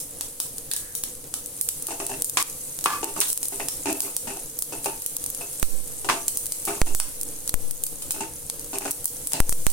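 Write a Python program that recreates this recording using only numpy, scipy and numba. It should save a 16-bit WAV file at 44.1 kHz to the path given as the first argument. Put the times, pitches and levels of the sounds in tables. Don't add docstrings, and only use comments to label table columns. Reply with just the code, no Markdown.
import sys
import numpy as np
from scipy import signal
from scipy.fft import rfft, irfft
from scipy.io import wavfile
from scipy.ndimage import uniform_filter1d
from numba import njit

SR = 44100
rng = np.random.default_rng(int(sys.argv[2]) if len(sys.argv) > 2 else 0)


def dump(signal):
    limited = np.clip(np.atleast_2d(signal).T, -1, 1)
    pcm = np.round(limited * 32767).astype(np.int16)
    wavfile.write(sys.argv[1], SR, pcm)


N = 428652
TIME = np.arange(N) / SR
TOP_HZ = 16000

# [t/s, sizzle level/dB]
FRYING_LEVEL = [(0.1, -42), (0.71, -41), (1.36, -43), (1.54, -39.5), (2.29, -37), (2.8, -38), (3.39, -36),
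                (3.63, -36), (4.56, -40), (5.34, -36.5), (5.96, -38.5), (6.54, -37), (6.73, -37),
                (7.72, -40.5), (8.09, -40), (8.28, -41), (9.32, -37.5), (9.7, -38)]
# [t/s, crack level/dB, brightness f/Hz, lingering hiss level/dB]
SEED_BURSTS = [(0.001, -22, 9300, -11), (0.2093, -9.5, 7400, -9), (0.4011, -5.5, 7940, -3.5),
               (0.5816, -14, 8800, -27), (0.7135, -9, 8600, -8), (0.7356, -5, 7950, -6.5),
               (0.7635, -6, 8600, -6.5), (0.9511, -9.5, 9100, -7.5), (1.0367, -6.5, 7840, -7.5),
               (1.3395, -8, 7560, -7.5), (1.4595, -15, 9800, -21), (1.6115, 0, 11000, 0),
               (1.688, 0, 9000, -1.5), (1.8235, -12.5, 9400, -33), (1.8686, -10, 9300, -13),
               (2.0657, -9.5, 8160, -18), (2.083, -23, 9000, -22), (2.2211, -3, 9250, -20),
               (2.2446, -2, 10100, -3.5), (2.2965, -6.5, 9700, -29), (2.4255, -4.5, 8600, -26),
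               (2.498, -19, 8950, -21), (2.7885, -13.5, 7460, -21), (2.8095, -17, 8500, -28),
               (2.8405, -5, 9000, -0.5), (2.8588, -4, 8000, -15), (3.0435, -8, 8800, -26),
               (3.2031, 0, 10100, 4.5), (3.2805, -20, 9500, -6), (3.3015, -7.5, 8200, -5),
               (3.329, -4, 9800, -22), (3.3751, -6, 9100, -22), (3.4296, -6.5, 8750, -6.5),
               (3.4445, -21, 9000, -22), (3.4545, -9, 8800, -25), (3.4835, -7, 11400, -16),
               (3.6848, -6.5, 7350, -6), (3.9275, -9, 9700, -29), (4.0041, -4, 8400, -14),
               (4.0185, -8, 8900, -5.5), (4.1652, -3.5, 8800, -5.5), (4.4215, -28, 9100, -27),
               (4.589, -6, 11100, -10), (4.6225, -3, 9200, -7.5), (4.8435, -13, 8360, -8.5),
               (4.859, -8, 9050, -20), (5.02, -15.5, 9000, -30), (5.0618, -5.5, 9300, -6.5),
               (5.1662, -6.5, 9700, -29), (5.2403, -9.5, 8650, -17), (5.2615, -7, 9200, -14),
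               (5.3015, -10, 10900, -25), (5.3475, -13.5, 9300, -23), (5.53, -19, 9000, -29),
               (5.5975, -13, 8900, -27), (5.6275, -3.5, 7800, -7), (6.281, 0, 8800, -6),
               (6.2838, -3.5, 9000, -3.5), (6.372, -4.5, 9700, -3.5), (6.457, -13, 9500, -28),
               (6.4655, -10.5, 9300, -28), (6.5212, -7, 8300, -10), (6.6521, -8.5, 10000, -9),
               (6.659, -14, 9500, -16), (6.8155, -6, 5230, -39), (6.8605, -21, 8700, -30),
               (6.9485, -5.5, 10000, -5.5), (7.0, -3, 6800, -2.5), (7.212, -8, 10600, -19),
               (7.2315, -8.5, 10100, -27), (7.4763, -8, 8400, -11), (7.4931, -2, 8200, -15),
               (7.5407, -3, 9200, -35), (7.7095, -7.5, 10200, -21), (7.837, -2, 10600, -5.5),
               (7.8655, -6.5, 9200, -15), (8.0215, -17.5, 7900, -16), (8.1074, -5, 8300, -2),
               (8.1195, -5, 12900, -21), (8.4985, -8, 7200, -18), (8.594, -17, 9050, -27),
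               (8.644, -20, 9700, -26), (8.7847, -6.5, 9000, -12), (8.9092, -5.5, 10200, -16),
               (8.9145, -4, 10200, -10), (9.0435, -11, 10100, -19), (9.0556, 1.5, 11100, -1.5),
               (9.0785, -11, 8500, -11), (9.2715, -6.5, 9900, -10), (9.3195, -13, 7240, -18),
               (9.3329, -1.5, 7250, -4.5), (9.4025, -1.5, 8100, -13), (9.4935, -2.5, 9760, -3.5),
               (9.526, -4.5, 8600, -25), (9.6662, -2.5, 6800, -7.5), (9.7005, -9, 9200, -9)]
# [t/s, level/dB, length of the push t/s, extra force of the landing level/dB]
SPATULA_STROKES = [(1.885, -37.5, 0.0051, 9.5), (1.907, -26.5, 0.0099, 2.5), (2.001, -26.5, 0.0034, 6),
                   (2.095, -29.5, 0.044, 3), (3.0307, -20, 0.008, 3), (3.162, -21.5, 0.0099, -5),
                   (3.523, -34, 0.0089, 5.5), (3.599, -26.5, 0.007, 4.5), (3.858, -21.5, 0.05, 6),
                   (4.031, -33.5, 0.046, 6), (4.273, -29.5, 0.044, 5), (4.365, -36, 0.0073, 4),
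                   (4.724, -26.5, 0.006, 1.5), (4.859, -23, 0.0046, 8), (5.41, -32, 0.008, 3),
                   (6.046, -27.5, 0.008, 4.5), (6.107, -20.5, 0.018, 6), (6.674, -23.5, 0.033, 3),
                   (6.751, -33.5, 0.0075, 7), (6.867, -30.5, 0.02, 3.5), (8.143, -30.5, 0.02, 6),
                   (8.207, -24, 0.006, 2.5), (8.732, -23, 0.017, 0.5), (8.808, -29, 0.016, 2),
                   (8.853, -22.5, 0.0057, 1.5), (9.34, -20.5, 0.014, 7)]
# [t/s, blow level/dB, blow decay t/s, ring level/dB,
# chatter level/dB, chatter length t/s, chatter fade t/s, treble roll-off f/Hz]
WALL_KNOCKS = [(2.3718, 24, 0.012, 9.5, -15.5, 0.049, 0.002, 7100),
               (2.8585, 29.5, 0.0094, 19, -17, 0.081, 0.058, 2500),
               (3.2126, 20.5, 0.011, -20, -32, 0.068, 0.0055, 10900),
               (6.0886, 28.5, 0.013, 7, -4.5, 0.0084, 0.002, 1540),
               (6.098, 31, 0.0085, 6, -1.5, 0.027, 0.014, 1850)]
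# [t/s, level/dB, settling t/s, spectral peak f/Hz]
SEED_PATTERS = [(0.714, -21, 0.0065, 3950), (0.7355, -28, 0.03, 3950), (3.215, -22.5, 0.029, 3630),
                (6.674, -46, 0.048, 3570), (9.34, -28, 0.028, 4230)]
# [multiple of the peak frequency, level/dB per Hz]
PATTER_SPECTRUM = [(0.12, -26), (0.33, -21), (0.435, -1.5), (0.57, -11.5), (0.8, -6), (1, 4), (1.2, -4),
                   (1.5, -15), (4, -23)]
# [f/Hz, 60 dB decay t/s, level/dB when the base is scraped, level/dB when the wall is struck]
POT_MODES = [(279.2, 0.17, 0, -6), (330, 0.15, 2, -6), (404, 0.1, 5, -1.5), (644, 0.097, -0.5, -20),
             (677.5, 0.22, 3, -19), (845, 0.1, -3.5, -20), (898, 0.15, -1, 3), (1055, 0.12, -23, 7.5),
             (1150, 0.25, -23, -4), (1170, 0.56, -17, -0.5), (1160, 0.039, -24, 19.5),
             (1260, 0.079, -7, -19), (1414, 0.064, -7.5, 4), (1530, 0.075, -19, 2), (1720, 0.091, -11, 6),
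             (2220, 0.15, -37, -17), (2520, 0.17, -37, 1), (2520, 0.027, -5, -1), (2644, 0.048, 2.5, -12),
             (2750, 0.022, -2.5, -6), (3520, .06, -36, -18)]
# [t/s, left jolt, right jolt (relative amplitude)]
INPUT_JOLTS = [(5.6288, 0, 0.79), (6.8165, 0.55, 1), (6.949, 0.05, 0.19), (7.5411, 0.6, 0.014),
               (9.4028, 1, 0.74), (9.4941, 0.15, 0.18), (9.5249, 0.26, 0.024), (9.667, 0, 1)]
# [f/Hz, level/dB per Hz]
SIZZLE_SPECTRUM = [(700, -0.5), (1500, -5), (3000, -3), (5000, 1), (7000, 7), (8500, 12), (9600, 14.5),
                   (11500, 10), (13500, 7.5), (16000, -1)]
# [f/Hz, level/dB per Hz]
CRACK_SPECTRUM = [(30, -12), (200, -7.5), (800, -6.5), (2000, -11), (4000, -1.5), (6500, 6.5), (9000, 15),
                  (12000, 10), (16000, 6.5)]
# [f/Hz, level/dB per Hz]
SCRAPE_SPECTRUM = [(30, -27), (100, -5.5), (200, -5.5), (350, 7), (550, -0.5), (880, 12), (1150, -6.5),
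                   (1500, -6), (2100, -12), (2700, -2), (3200, -11), (4500, -9.5), (9000, -0.5),
                   (16000, -32)]
# [f/Hz, level/dB per Hz]
CLACK_SPECTRUM = [(40, -27), (200, -3), (600, -1.5), (1050, 7), (1500, 3), (1950, 3.5), (2400, 4.5),
                  (4000, 2.5), (9000, 11), (16000, 6.5)]
# [f/Hz, level/dB per Hz]
STOVE_SPECTRUM = [(20, 9), (35, -4.5), (50, -20), (75, 2.5), (105, -6.5), (145, 2), (200, -9.5),
                  (300, -0.5), (390, -12), (480, 2.5), (600, -11), (1000, -18.5), (2000, -26), (5000, -22)]

STRAY_PER_S, STRAY_DB, STRAY_SPREAD_DB, STRAY_HZ, STRAY_HISS_DB = 6.7, -33, 8.5, 8600, -15
EDGE_DB, EDGE_SLOPE = -7.5, 0.83


def undb(db):
    return 10 ** (np.asarray(db) / 20)


def unit(x):
    return x / np.sqrt(np.mean(x ** 2))


def decay(t, t60):
    return np.exp(-np.log(1000) * t / t60)


def add(track, s, sound):
    i = max(int(s * SR), 0)
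    track[..., i:i + sound.shape[-1]] += sound[..., :max(N - i, 0)]


def convolve(x, response):
    return signal.fftconvolve(np.atleast_2d(x), np.atleast_2d(response), axes=-1)[:, :x.shape[-1]]


def colour(x, points, size=4096):
    hz, db = np.transpose(points)
    bins_hz = np.arange(size // 2 + 1) * SR / size
    gain = undb(np.interp(np.log(bins_hz + 1), np.log(hz), db))
    cepstrum = irfft(np.log(gain))
    cepstrum[1:size // 2] *= 2
    cepstrum[size // 2 + 1:] = 0
    response = irfft(np.exp(rfft(cepstrum)))
    return convolve(x, response / np.linalg.norm(response))


def lowpass(x, hz):
    return signal.lfilter(*signal.butter(1, min(hz, TOP_HZ), fs=SR), x)


def walk(rate):
    k = int(SR / rate)
    steps = np.repeat(rng.standard_normal(N // k + 1), k)
    return unit(uniform_filter1d(steps, k)[:N])


def clicks(rate, spread_db, largest_db):
    size = undb(np.minimum(spread_db * rng.exponential(size=N), largest_db))
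    struck = rng.random(N) < rate / SR
    return unit(struck * size * rng.choice([-1, 1], N))


def grains(rate, lo_hz, hi_hz, cycles, spread_db, size=512):
    chance = rng.random((4000, 5))[:int(np.clip(rate * N / SR, 1, 4000))]
    when, pitch, strength, *phases = chance.T[..., None]
    hz, t = lo_hz * (hi_hz / lo_hz) ** pitch, TIME[:size]
    envelope = undb(spread_db * strength ** 2) * np.exp(-t * hz / cycles)
    at = ((when * (N - size)).astype(int) + np.arange(size)).ravel()
    channels = []
    for phase in phases:
        pings = envelope * np.sin(2 * np.pi * (hz * t + phase))
        channels.append(np.bincount(at, pings.ravel(), N))
    return unit(np.array(channels))


def ports(pair, alike):
    alike = np.clip(alike, -1, 1)
    mid = np.sqrt((1 + alike) / 2) * pair[0]
    side = np.sqrt((1 - alike) / 2) * pair[1]
    return np.array([mid + side, mid - side])


def diffuse(pair, part_hz=1100):
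    side = pair[1] - lowpass(pair[1], part_hz)
    return np.array([pair[0] + side, pair[0] - side]) / np.sqrt(2)


def kitchen(x, t60=0.28, build_s=0.0004):
    t = TIME[:SR]
    build = 1 - np.exp(-(t / build_s) ** 2)
    tail = diffuse(rng.standard_normal((2, SR))) * decay(t, t60) * build
    return convolve(x, tail / np.linalg.norm(tail[0]))


def pot(force, mode_db, part_hz=3200):
    t, ring = TIME[:SR // 3], 0
    for (hz, t60, _, _), db in zip(POT_MODES, mode_db):
        offset = min(hz / part_hz, 1) * rng.choice([-1, 1]) * np.array([[1], [-1]])
        tone = np.sin(2 * np.pi * hz * t + offset)
        ring = ring + rng.choice([-1, 1]) * undb(db) / np.sqrt(t60) * decay(t, t60) * tone
    ring = ring * (1 - np.exp(-t / 0.00072))
    return convolve(force, ring / np.linalg.norm(ring[0]))


def sizzle(level_db=0.5, tick_db=-7, room_db=-6):
    surge_db = 0.4 * walk(12)
    heat = undb(np.interp(TIME, *np.transpose(FRYING_LEVEL)) + level_db + surge_db)
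    bubbles = np.array([clicks(14000, 2.5, 9) for _ in range(2)])
    ticks = grains(rate=300, lo_hz=6000, hi_hz=15000, cycles=4.5, spread_db=18)
    oil = colour(bubbles + undb(tick_db) * ticks, SIZZLE_SPECTRUM) * heat
    return oil + undb(room_db) * kitchen(oil)


def stray_seeds():
    chance = rng.random((200, 3))[:int(np.clip(STRAY_PER_S * N / SR, 0, 200))]
    fried = np.cumsum(undb(np.interp(TIME, *np.transpose(FRYING_LEVEL))) ** 2)
    bursts = []
    for when, size, husk in chance:
        s = np.interp(when, fried / fried[-1], TIME)
        db = STRAY_DB + STRAY_SPREAD_DB * (2 * size - 1)
        bursts.append((s, db, STRAY_HZ * 2 ** ((husk - .5) / 2)))
    return bursts


def seeds(level_db=6.0, hiss_db=0.0, split_db=4.5, hiss_t60=0.27, rise_s=0.0005, snap_s=0.0012,
          rattle_s=0.009, rattle_db=-16, lag_s=0.00046, tilt=2.08, tilt_from_hz=2200):
    direct, spill = np.zeros((2, 2, N))
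    t = TIME[:1024]
    shape = (1 - np.exp(-t / rise_s)) * (np.exp(-t / snap_s) + undb(rattle_db) * np.exp(-t / rattle_s))
    small = [(s, db, hz, db + STRAY_HISS_DB) for s, db, hz in stray_seeds()]
    for s, db, hz, tail_db in list(SEED_BURSTS) + small:
        burst = rng.standard_normal((2, len(t))) * shape
        burst[[0, 1], rng.integers(8, 12, 2)] += undb(split_db) * 2
        slope_db = 20 * tilt * np.log10(hz / 9200)
        spectrum = [(f, d + slope_db * np.log2(max(f, tilt_from_hz) / 9200)) for f, d in CRACK_SPECTRUM]
        crack = colour(burst, spectrum, size=512)
        crack *= undb(level_db) * 2 / np.linalg.norm(crack, axis=1, keepdims=True)
        place = undb(0.66 * rng.standard_normal() * np.array([[1], [-1]]))
        add(direct, s + lag_s, crack * undb(db) * place)
        add(spill, s + lag_s, crack * undb(tail_db + hiss_db))
    return direct + kitchen(spill, t60=hiss_t60)


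def scrapes(level_db=-1.5, ring_db=-6, grit_db=-1.46, rattle_db=-12, room_db=-2.5,
            attack_s=0.00027, release_s=0.026, touch_db=20, spot_db=2.0, landing_s=0.013,
            soft_hz=480, edge_hz=1700, shift=0.017):
    sound = np.zeros((2, N))
    t = TIME[:SR // 2]
    slips = np.array([clicks(700, 3, 10) for _ in range(2)])
    soft, sharp = lowpass(slips, soft_hz), slips - lowpass(slips, edge_hz)
    lentils = diffuse(grains(rate=170, lo_hz=550, hi_hz=3000, cycles=3, spread_db=12))
    for s, db, hold_s, landing_db in SPATULA_STROKES:
        span = (int(s * SR) + np.arange(len(t))) % N
        push = (1 - np.exp(-t / attack_s)) * np.exp(-np.maximum(t - hold_s, 0) / release_s)
        push = push * undb(landing_db * np.exp(-t / landing_s))
        touch = lowpass((t == 0) * undb(db + landing_db + touch_db), 4500)
        slip = undb(db) * soft[:, span] + undb(EDGE_DB + EDGE_SLOPE * db) * sharp[:, span]
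        force = push * slip + touch
        mode_db = np.array([m[2] for m in POT_MODES]) + spot_db * rng.standard_normal(len(POT_MODES))
        body = [(hz * np.exp(shift * np.tanh(rng.standard_normal())), d) for hz, d in SCRAPE_SPECTRUM]
        ring = undb(ring_db) * pot(force[0], mode_db)
        grit = undb(grit_db) * colour(diffuse(force), body)
        rattle = undb(db + rattle_db) * push * lentils[:, span]
        add(sound, s, ring + grit + rattle)
    return undb(level_db) * (sound + undb(room_db) * kitchen(sound))


def knocks(ring_db=-2.5, clack_db=0, room_db=-10, rough_db=2, rub_db=-4):
    strike, contact = np.zeros(N), np.zeros((2, N))
    t = TIME[:SR // 4]
    for s, blow_db, blow_s, free_db, chatter_db, chatter_s, stop_s, hz in WALL_KNOCKS:
        blow = diffuse(rng.standard_normal((2, len(t)))) * np.exp(-t / blow_s)
        blow = lowpass(blow / np.linalg.norm(blow[0]), hz)
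        roughness = unit(undb(rough_db * walk(263)))[:len(t)]
        slide = (1 - np.tanh((t - chatter_s) / stop_s)) / 2 * roughness
        chatter = diffuse(rng.standard_normal((2, len(t)))) * slide
        add(contact, s, lowpass(undb(blow_db) * blow + undb(chatter_db) * chatter, hz))
        rub = undb(rub_db) * chatter[0] / np.linalg.norm(chatter[0])
        add(strike, s, undb(free_db) * ((t == 0) + rub))
    clack = undb(clack_db) * colour(contact, CLACK_SPECTRUM)
    ring = undb(ring_db) * pot(strike, [m[3] for m in POT_MODES])
    return clack + undb(room_db) * kitchen(clack) + ring


def patters():
    sound = np.zeros((2, N))
    t = TIME[:SR // 2]
    impacts = diffuse(np.array([clicks(600, 2.5, 8) for _ in range(2)]))
    for s, db, settle_s, hz in SEED_PATTERS:
        span = (int(s * SR) + np.arange(len(t))) % N
        bounces = impacts[:, span] * np.exp(-t / settle_s)
        spectrum = [(ratio * hz, d) for ratio, d in PATTER_SPECTRUM]
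        add(sound, s, undb(db) * colour(bounces, spectrum))
    return sound


def plate(rub_db=-55, rub_hz=1700, sag_hz_per_s=250, waver_hz=35, rasp_db=1, break_db=5):
    rub_at_s, rub_s = 0.86, 0.1
    pitch = rub_hz - sag_hz_per_s * (TIME - rub_at_s) + waver_hz * walk(130)
    tone = np.sin(2 * np.pi * np.cumsum(pitch) / SR)
    squeak = unit(tone * undb(break_db * walk(90)))
    noise = diffuse(rng.standard_normal((2, N)))
    rasp = unit(signal.lfilter(*signal.iirpeak(rub_hz, 5, fs=SR), noise))
    press = np.exp(-((TIME - rub_at_s) / rub_s) ** 2)
    return undb(rub_db) * (squeak + undb(rasp_db) * rasp) * press


def stove(level_db=-45, flutter_db=1.92):
    flame = colour(ports(rng.standard_normal((2, N)), alike=0.9), STOVE_SPECTRUM)
    return flame * undb(level_db + flutter_db * walk(21))


def scene():
    return sizzle() + seeds() + scrapes() + knocks() + patters() + plate() + stove()


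@njit
def follow(x, release):
    out, e = np.empty(len(x)), 0.
    for i in range(len(x)):
        e = max(x[i], e * release)
        out[i] = e
    return out


def overload(recover_s=0.11, settle_s=0.15, rebound=0.54, coupling_hz=0.34, level_db=-9.0, spike=1.44):
    offset = np.zeros((2, N))
    creep = np.interp(TIME[:SR], [0, recover_s, recover_s + settle_s], [-1, rebound, 0])
    swing = np.concatenate([spike * np.hanning(14), creep])
    for s, left, right in INPUT_JOLTS:
        add(offset, s, np.outer([left, right], swing))
    coupling = signal.butter(2, coupling_hz, "high", fs=SR, output="sos")
    return undb(level_db) * signal.sosfilt(coupling, offset)


def record(dry, knee_db=-11, release_s=0.047, react_s=0.001, squeeze=0.62):
    peak = follow(np.abs(dry).max(axis=0), np.exp(-1 / (release_s * SR)))
    excess_db = np.maximum(20 * np.log10(peak + 1e-9) - knee_db, 0)
    duck_db = lowpass(squeeze * excess_db, 1 / (2 * np.pi * react_s))
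    sound = np.clip(dry * undb(-duck_db) + overload(), -1, 1)
    return signal.sosfilt(signal.ellip(8, .2, 70, TOP_HZ, fs=SR, output="sos"), sound)


dry = scene()
out = record(dry)
dump(out)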